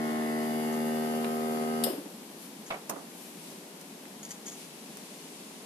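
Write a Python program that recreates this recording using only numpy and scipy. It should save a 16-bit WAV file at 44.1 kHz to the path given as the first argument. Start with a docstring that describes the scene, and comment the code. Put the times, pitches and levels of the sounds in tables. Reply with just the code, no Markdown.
"""A small pump on a heat press hums, its valves rattling the housing, while transfer paper hisses
off a printed shirt. After a light tap, a switch snaps at 1.8 s and the pump runs down in a few
last strokes. Near 2.7 s something hollow clacks and bounces, and a dull knock follows.
Then paper and cloth rustle softly, with a few faint ticks, over the rumble and hiss of the room."""
import sys
import numpy as np
from scipy import signal
from scipy.fft import irfft, next_fast_len
from scipy.io import wavfile

SR = 44100
rng = np.random.default_rng(int(sys.argv[2]) if len(sys.argv) > 2 else 0)


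def unload_wav(signal):
    """Save mono or channel-first audio to the path in sys.argv[1] as 16-bit WAV at rate SR, clipped to [-1, 1]."""
    wavfile.write(
        sys.argv[1],
        SR,
        np.round(np.clip(np.atleast_2d(signal).T, -1, 1) * 32767).astype(np.int16),
    )


N = 249429
T = np.arange(N) / SR
SIDES = np.array([[1], [-1]])   # left, right
POWER_OFF_S, COAST_S = 1.845, 0.1735   # when the pump loses power, and how long it takes to stop


def from_db(db):
    """Turn decibels into a gain."""
    return 10 ** (np.asarray(db) / 20)


def unit_rms(x):
    """Scale a signal to an average power of 1."""
    return x / np.sqrt(np.mean(x ** 2) + 1e-20)


def at_hz(points, hz):
    """Read a curve between its points, on a log-frequency axis."""
    freqs, values = np.transpose(points)
    return np.interp(np.log(np.maximum(hz, 1)), np.log(freqs), values)


def drift(rate_hz):
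    """A smooth random wander, about 1 in size."""
    step, warm_up = 40, 2000
    pole = np.exp(-2 * np.pi * rate_hz * step / SR)
    white = rng.standard_normal(N // step + warm_up + 2)
    slow = signal.lfilter([1], [1, -2 * pole, pole * pole], white)[warm_up:]
    return np.interp(np.arange(N) / step, np.arange(len(slow)), unit_rms(slow))


def without_bass(x):
    """Small things give off almost no bass."""
    return signal.sosfilt(signal.butter(4, 140, "high", fs=SR, output="sos"), x)


def pan(left_db):
    """Left and right gains that keep the total power the same."""
    gains = from_db(SIDES * left_db / 2)
    return gains / np.hypot(*gains)


def placed(pair, left_db, lead_s):
    """A source on the left is louder and earlier there; negative values put it on the right."""
    shift = round(lead_s * SR / 2)
    return from_db(SIDES * left_db / 2) * np.array([np.roll(pair[0], -shift), np.roll(pair[1], shift)])


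# How alike the two sides sound. Each row: frequency in Hz, likeness from 0 to 1.
LIKENESS = [(145, 1), (300, 0.92), (630, 0.61), (1400, 0)]
# The lean to the left. Each row: frequency in Hz, left minus right in dB.
LEFT_TILT = [(200, 0.5), (600, 1), (1300, 1.2), (4300, 0.98), (8000, 3.2), (11000, 11.5), (14000, 17)]
def noise(spectrum, size=N):
    """Shaped stereo noise of power 1: alike on both sides in the bass, stronger left in the treble."""
    length = next_fast_len(size)
    hz = np.arange(length // 2 + 1) * SR / length
    shared, apart = np.exp(2j * np.pi * rng.random((2, len(hz))))
    alike = at_hz(LIKENESS, hz)
    pair = np.sqrt(1 + alike) * shared + np.sqrt(1 - alike) * apart * SIDES
    roll_off = np.minimum(hz / spectrum[0][0], 1) ** 2 * np.minimum(spectrum[-1][0] / (hz + 1), 1) ** 2
    colour = roll_off * from_db(at_hz(spectrum, hz))
    return unit_rms(irfft(pair * pan(at_hz(LEFT_TILT, hz)) * colour, length)[:, :size])


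def impact(spectrum, t60, room_db, hardness=0.85, crack_s=0.0063):
    """One contact: a crack, a body that fades by 60 dB in t60 seconds, and the room's echo."""
    t, room_t60 = T[:SR // 2], 0.42
    crack, body, echo = from_db(-60 * t / np.array([[crack_s], [t60], [room_t60]]))
    envelope = np.sqrt((hardness * crack) ** 2 + body ** 2 + (from_db(room_db) * echo) ** 2)
    return unit_rms(without_bass(noise(spectrum, len(t)) * envelope)) / np.sqrt(len(t))


def blows(hits, spectrum, t60, room_db, hardness=0.67, crack_s=0.008):
    """Every blow shakes the same object a little differently."""
    out = np.zeros((2, N + SR))
    for start_s, level_db in hits:
        sound = from_db(level_db) * impact(spectrum, t60, room_db, hardness, crack_s)
        start = int(start_s * SR)
        out[:, start:start + sound.shape[1]] += sound
    return out[:, :N]


def ring(notes, start_s, scatter_rad=0):
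    """Fading pure tones struck together; scattering around the room can make them waver."""
    out, t = np.zeros((2, N)), T[:SR // 2]
    start = int(start_s * SR)
    for hz, level_db, t60 in notes:
        fade = from_db(level_db - 60 * t / t60)
        waver = scatter_rad * np.array([drift(70)[:len(t)] for _ in SIDES]) if scatter_rad else 0
        tone = np.sin(2 * np.pi * hz * t + waver)
        out[:, start:start + len(t)] += pan(at_hz(LEFT_TILT, hz)) * fade * tone
    return out


# The room's hiss and its deep rumble. Each row: frequency in Hz, relative level in dB.
ROOM_COLOUR = [(59, -53), (100, -30), (123, -64), (137, -19), (155, -2), (235, 0.5), (283, 0.5),
               (308, -4.5), (387, -2), (497, -7), (988, -10.5), (1300, -16), (2520, -16), (11500, -20.5),
               (14500, -34)]
RUMBLE_COLOUR = [(20, -16), (50, -32), (80, 16), (110, 18), (140, -11)]
def workshop():
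    """Steady room noise with an uneven low boom."""
    boom = noise([(150, -21), (200, 3.5), (260, -3.5), (400, -10.5)]) * from_db(3.5 * drift(34))
    return from_db(-47.5) * noise(ROOM_COLOUR) + from_db(-87) * noise(RUMBLE_COLOUR) + from_db(-57) * boom


# Sliding paper and sliding cloth. Each row: frequency in Hz, relative level in dB.
PAPER_COLOUR = [(3000, -41), (6000, -6), (9000, 4), (12000, 10), (13200, 5), (14200, 0)]
CLOTH_COLOUR = [(1200, -16), (2500, 2), (4500, 0), (7000, -0.5), (10500, 0.5), (12500, -23)]
# Slides. Each row: middle in seconds, half length in seconds, relative paper and cloth levels in dB.
SLIDES = [(2.437, 0.042, -51.5, -53.5), (3.233, 0.08, -51, -54), (3.475, 0.085, -55, -50.5),
          (4.61, 0.045, -56, -49), (5.2, 0.47, -67, -51.5)]
def sliding():
    """Paper hisses as it peels and slides, cloth is duller; each slide swells and fades."""
    rise_s, peel_end_s, fade_s = 0.52, 1.27, 0.9
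    peel = np.minimum(T / rise_s, 1) * np.exp(-np.maximum(T - peel_end_s, 0) / fade_s)
    paper, cloth = from_db(-57.5), from_db(-59.5)   # faint rustle between the movements
    paper = np.hypot(paper, from_db(-50.5) * peel)
    for middle_s, half_s, paper_db, cloth_db in SLIDES:
        swell = np.exp(-0.5 * ((T - middle_s) / half_s) ** 2)
        paper = np.hypot(paper, from_db(paper_db) * swell)
        cloth = np.hypot(cloth, from_db(cloth_db) * swell)
    return paper * noise(PAPER_COLOUR) + cloth * noise(CLOTH_COLOUR)


# Brief rubs. Each row: start in seconds, level in dB, fade time in seconds.
RUBS = [(0.725, -43.5, 0.018), (2.66, -46.5, 0.026), (4.228, -41, 0.011), (4.248, -46, .016),
        (4.289, -44, 0.0061), (4.304, -39, 0.02), (4.458, -40, 0.025), (4.479, -41.5, 0.018),
        (4.515, -49, 0.028)]
# The sound of a rub. Each row: frequency in Hz, relative level in dB.
RUB_COLOUR = [(1000, -13), (2200, -1.5), (2850, -8), (3250, 3.5), (3800, -20), (4600, -2), (5500, -6),
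              (5950, 4), (7400, 4.5), (8500, -3), (9200, -8), (11000, -1.5), (14000, -11)]
def rubs(catch_s=0.0027, slips_per_s=1300, spread_db=2):
    """Cloth and paper catch quickly, then let go in a shower of tiny slips."""
    pressure = 0
    for start_s, level_db, fade_s in RUBS:
        catch = np.clip((T - start_s) / catch_s, 0, 1)
        let_go = np.exp(-np.maximum(T - start_s - catch_s, 0) / fade_s)
        pressure += from_db(level_db) * catch * let_go
    slips = (rng.random(N) < slips_per_s / SR) * rng.choice([-1, 1], N)
    slips = unit_rms(slips * from_db(spread_db * rng.standard_normal(N)))
    one_slip = impact(RUB_COLOUR, t60=0.018, room_db=-22)
    return placed(signal.fftconvolve([pressure * slips], one_slip, axes=1)[:, :N], left_db=0.5, lead_s=0)


# Light taps. Each row: start in seconds, level in dB.
TAP_HITS = [(1.245, -10.5), (4.054, -24.5)]
# The sound of a tap. 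Each row: frequency in Hz, relative level in dB.
TAP_COLOUR = [(600, 4), (1200, 3), (2200, 3), (4100, -3), (4800, -16)]
def taps():
    """Two light contacts that die away at once."""
    return blows(TAP_HITS, TAP_COLOUR, t60=0.028, room_db=-20)


# The bouncing knock, and the ticks. Each row: start in seconds, relative level in dB.
KNOCK_HITS = [(2.8955, -12), (2.902, -9.5), (2.914, -10.5), (2.934, -18), (2.96, -12), (2.98, -22)]
TICK_HITS = [(2.8955, -5), (2.898, -3.5), (3.812, -19), (4.971, -16)]
# The sound of each. Each row: frequency in Hz, relative level in dB.
KNOCK_COLOUR = [(100, -30), (210, 5), (380, 1.5), (700, 4.5), (1300, -2.5), (1900, -16), (3000, -25),
                (8000, -39)]
TICK_COLOUR = [(600, 7), (1500, 2.5), (3000, -5.5), (4600, -8), (6200, 8), (7500, -2), (9200, 8.5),
               (11000, 0), (13000, 6), (14500, 8)]
def knock_and_ticks():
    """A dull knock that bounces and settles, and sharp ticks from the same side."""
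    knock = blows(KNOCK_HITS, KNOCK_COLOUR, t60=0.092, room_db=-8, hardness=0.8)
    ticks = blows(TICK_HITS, TICK_COLOUR, t60=0.06, room_db=-38, hardness=2.5)
    return placed(knock + ticks, left_db=-7.5, lead_s=-0.00028)


# The clack and its bounces. Each row: start in seconds, relative level in dB.
CLACK_HITS = [(2.7045, -8.5), (2.709, -8.5), (2.721, -8.5), (2.742, -10)]
# The hollow body. Each row: frequency in Hz, relative level in dB.
CLACK_COLOUR = [(150, -14), (450, -6), (580, -2), (680, 5), (900, -1.5), (1200, 0), (1700, -8),
                (2250, -6.5), (2900, -9), (3900, -13), (5500, -25), (12000, -42)]
# Its ringing. Each row: pitch in Hz, relative level in dB, seconds to fade by 60 dB.
CLACK_NOTES = [(665, -27, 0.08), (565, -35, 0.11), (960, -27, 0.069), (1140, -31.5, .063),
               (2240, -21, 0.04)]
def clack():
    """Something hollow is struck, rings and rattles; the last bounces are softer and duller."""
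    hard = blows(CLACK_HITS[:2], CLACK_COLOUR, t60=0.077, room_db=-17, hardness=0.7)
    bounces = blows(CLACK_HITS[2:], CLACK_COLOUR, t60=0.17, room_db=-21, hardness=0.6)
    dulled = signal.sosfilt(signal.butter(2, 2160, fs=SR, output="sos"), bounces)
    ringing = sum(from_db(level_db) * ring(CLACK_NOTES, start_s) for start_s, level_db in CLACK_HITS)
    return placed(from_db(1.5) * (hard + dulled) + from_db(-1.5) * ringing, left_db=-4, lead_s=-0.00018)


# The switch snaps and its contacts bounce. Each row: start in seconds, level in dB.
SWITCH_HITS = [(1.8379, 0.5), (1.8407, -0.5), (1.8434, -2)]
# The sound of the snap. Each row: frequency in Hz, relative level in dB.
SWITCH_COLOUR = [(200, -10), (1500, -7), (2400, -15), (3000, 6), (4000, -0.5), (5200, 7.5), (5800, -22),
                 (6500, -14), (7500, -4), (8300, 4.5), (9200, 10.5), (10200, -1.5), (11700, 10.5),
                 (13600, 4), (14100, -3)]
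# Its metal parts. Each row: pitch in Hz, level in dB, seconds to fade by 60 dB.
SWITCH_NOTES = [(2960, -35, .05), (3150, -30, .022), (3960, -28, .02), (4800, -30, .03), (5270, -35, .26),
                (7634, -52, .3), (8950, -47, .22), (10803, -49, .25), (11720, -42, .13), (13550, -40, .26)]
def switch():
    """A hard snap; as the latch lands it sets small metal parts ringing one after another."""
    snap = blows(SWITCH_HITS, SWITCH_COLOUR, t60=0.04, room_db=-10, hardness=2.8, crack_s=0.009)
    return snap + sum(ring([note], rng.uniform(1.8392, 1.843), scatter_rad=1.1) for note in SWITCH_NOTES)


# Each row: start in seconds, relative level in dB, length in seconds, first and last pitch in Hz.
STROKES = [(1.863, -26, 0.015, 523, 540), (1.874, -31.5, 0.028, 601, 755), (1.9, -26, 0.015, 349.3, 328),
           (1.931, -31.5, .016, 260, 281), (1.940, -36, 0.029, 512, 330), (1.976, -31.5, 0.021, 340, 245),
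           (2.056, -36.5, 0.022, 312, 270)]
# The thud of one stroke. Each row: frequency in Hz, relative level in dB.
THUD_COLOUR = [(130, -36), (180, -11), (230, 3), (290, -2), (360, 4), (430, -6), (520, -0.5), (700, -7),
               (1000, -14), (3000, -23.5)]
def last_strokes(thud_db=20, roughness_rad=0.4):
    """Each of the pump's final strokes is a short, rough, gliding gulp over a thud of the housing."""
    gulps, hits = 0, []
    for start_s, level_db, length_s, first_hz, last_hz in STROKES:
        progress = np.clip((T - start_s) / length_s, 0, 1)
        cycles = np.cumsum(first_hz + (last_hz - first_hz) * progress) / SR
        tone = np.sin(2 * np.pi * cycles + roughness_rad * drift(100))
        gulps += from_db(level_db) * np.sin(np.pi * progress) * tone
        hits.append((start_s, level_db + thud_db))
    thuds = blows(hits, THUD_COLOUR, t60=0.071, room_db=-1, hardness=0)
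    return placed(without_bass(gulps + thuds), left_db=0.5, lead_s=0.00018)


# Air in the pump. Each row: frequency in Hz, relative level in dB.
AIR_COLOUR = [(60, -53), (110, -2.5), (150, -12), (210, -2.5), (300, -3.5), (430, -4.5), (650, -6.5),
              (1000, -8), (1500, -12), (2000, -11), (2500, -18), (6000, -23.5), (11500, -23.5),
              (14000, -41)]
def air_rush(turns, outlet_turn):
    """Rushing air throbs once a turn with the outlet valve, and its level flickers a little."""
    throb = 1 + 0.35 * np.cos(2 * np.pi * (turns - outlet_turn))
    return without_bass(noise(AIR_COLOUR) * throb) * from_db(1.3 * drift(14))


def valve(turns, point_in_turn, spread_db=1.3):
    """A valve clicks at the same point in every turn of the shaft, never twice equally hard."""
    when = np.interp(np.arange(int(turns[-1])) + point_in_turn, turns, np.arange(N))
    strength = from_db(spread_db * rng.standard_normal(N)[:len(when)])
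    sample, late = when.astype(int), when % 1   # the two nearest samples share each click
    before = np.bincount(sample, strength * (1 - late), N + 1)
    after = np.bincount(sample + 1, strength * late, N + 1)
    return (before + after)[:N]


# The ringing housing. Each row: frequency in Hz, relative level in dB.
HOUSING_COLOUR = [(1700, -14), (2000, 4.5), (2400, -7), (2850, 9.5), (3100, 7.5), (3250, -10), (3430, 5.5),
                  (3900, -8), (4300, -4.5), (4750, 6), (5600, -9.5), (7200, -1.5), (8000, -8.5), (10900, 5),
                  (11300, 0), (11750, 9), (12300, -5), (13200, 1), (14000, -9)]
def housing_buzz(clicks, paths=5):
    """Clicks ring the housing; the sound's path shifts as the paper rises, so overtones come and go."""
    position = (paths - 1) * np.minimum(T / POWER_OFF_S, 1)
    buzz = 0
    for path in range(paths):
        share = np.cos(np.pi / 2 * np.minimum(abs(position - path), 1))
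        one_click = impact(HOUSING_COLOUR, t60=0.027, room_db=1)
        buzz += signal.fftconvolve([clicks * share], one_click, axes=1)[:, :N]
    return buzz


# The hum's tones. Each row: multiple of the shaft speed (rounded when played), then relative
# levels in dB with the paper flat, half lifted and lifted.
HUM_TONES = [(2, -17.5, -15, -17.5), (3, 0.0, 1, -0.5), (4, -8.5, -14.5, -19.5), (5, -7, -5, -4.5),
             (6, -11.5, -10.5, -9.5), (7, -23.5, -10.5, -13), (8, -11, -13.5, -15), (9, -10, -8, -7),
             (10, -12.5, -13, -12.5), (11, -18, -13.5, -25), (12, -22, -23, -24), (13, -39, -25, -26.0),
             (14, -14, -20, -15), (15, -23, -24, -28), (16, -25.5, -18.5, -15.5), (17, -20.5, -24, -21),
             (18, -35, -36, -35), (19, -21, -32, -37), (20, -30, -17, -20), (21, -24.5, -32, -39),
             (23, -20.0, -20, -27), (24, -26, -24, -31), (25, -19.5, -23.5, -27.5), (26, -18.5, -27, -24),
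             (27, -26, -28, -28.5), (27.8, -20.5, -23, -35)]
# Where each tone sits. Each row: frequency in Hz, left minus right in dB.
HUM_PAN = [(300, -0.5), (390, 4.5), (480, 3.5), (700, 4.5), (940, 2.5), (1090, -8), (1250, 10), (1330, -11),
           (1560, -5), (1800, 3)]
# Each tone's timing. Each row: frequency in Hz, how far the left runs ahead in radians.
HUM_LEAD = [(233, -0.5), (390, 0.5), (860, 1.46), (1100, 3), (1350, 2.5), (2000, 1.5)]
def hum(turns, level_db=-27.5, waver_db=1.9, flutter_db=1.2, sway_db=8):
    """The shaft's tones line up into two pulses a turn; their mix shifts as paper and microphone move."""
    out, size = np.zeros((2, N)), int((POWER_OFF_S + COAST_S) * SR)
    lift_s = (0.35, 0.88, 1.3)   # paper flat, half lifted, lifted
    for multiple, *lift_db in HUM_TONES:
        multiple = round(multiple)
        hz = multiple * SHAFT_SPEED[-1][1]
        unsteady = multiple / HUM_TONES[-1][0]   # short waves feel small movements most
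        wobble_db = waver_db * unsteady * drift(3.2) + flutter_db * np.sqrt(unsteady) * drift(15)
        gain = from_db(level_db + np.interp(T, lift_s, lift_db) + wobble_db)
        balance = pan(at_hz(HUM_PAN, hz) + sway_db * unsteady * drift(0.34))
        # the housing holds low notes longest; odd multiples lag, which splits the pulse in two
        lag_cycles = 3.3 * np.log(multiple) + 0.04 * (multiple % 2) + 0.35 * unsteady * rng.random()
        tone = np.sin(2 * np.pi * (multiple * turns - lag_cycles) + at_hz(HUM_LEAD, hz) * SIDES / 2)
        out[:, :size] += (gain * balance * tone)[:, :size]
    return out


# The pump's shaft under power. Each row: time in seconds, turns per second.
SHAFT_SPEED = [(0, 77.12), (0.5, 77.48), (1.0, 77.92), (1.5, 78.24), (1.84, 78.32)]
def pump(outlet_turn=0.36, inlet_turn=0.94, fall_db=73):
    """One shaft drives the hum, the two valves and the air; all die away as it stalls."""
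    full_speed = np.interp(T, *np.transpose(SHAFT_SPEED))
    coasted = np.clip((T - POWER_OFF_S) / COAST_S, 0, 1)
    turns = np.cumsum(full_speed * (1 - coasted ** 3)) / SR
    effort = from_db(-fall_db * coasted ** 2) * (coasted < 1)
    clicks = valve(turns, outlet_turn) + from_db(-6) * valve(turns, inlet_turn)
    air = from_db(-46) * air_rush(turns, outlet_turn)
    return effort * (hum(turns) + air) + from_db(-20.5) * housing_buzz(effort * clicks)


def scene():
    """The pump and its stop, the paper and cloth, the room and the knocks, added together."""
    machine = pump() + switch() + last_strokes()
    handling = taps() + rubs() + from_db(-1) * sliding()
    return machine + handling + workshop() + clack() + knock_and_ticks()


def record(dry):
    """The highest treble is cut off steeply."""
    return signal.sosfilt(signal.ellip(12, 0.2, 75, 14350, fs=SR, output="sos"), dry)


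dry = scene()
out = record(dry)
unload_wav(out)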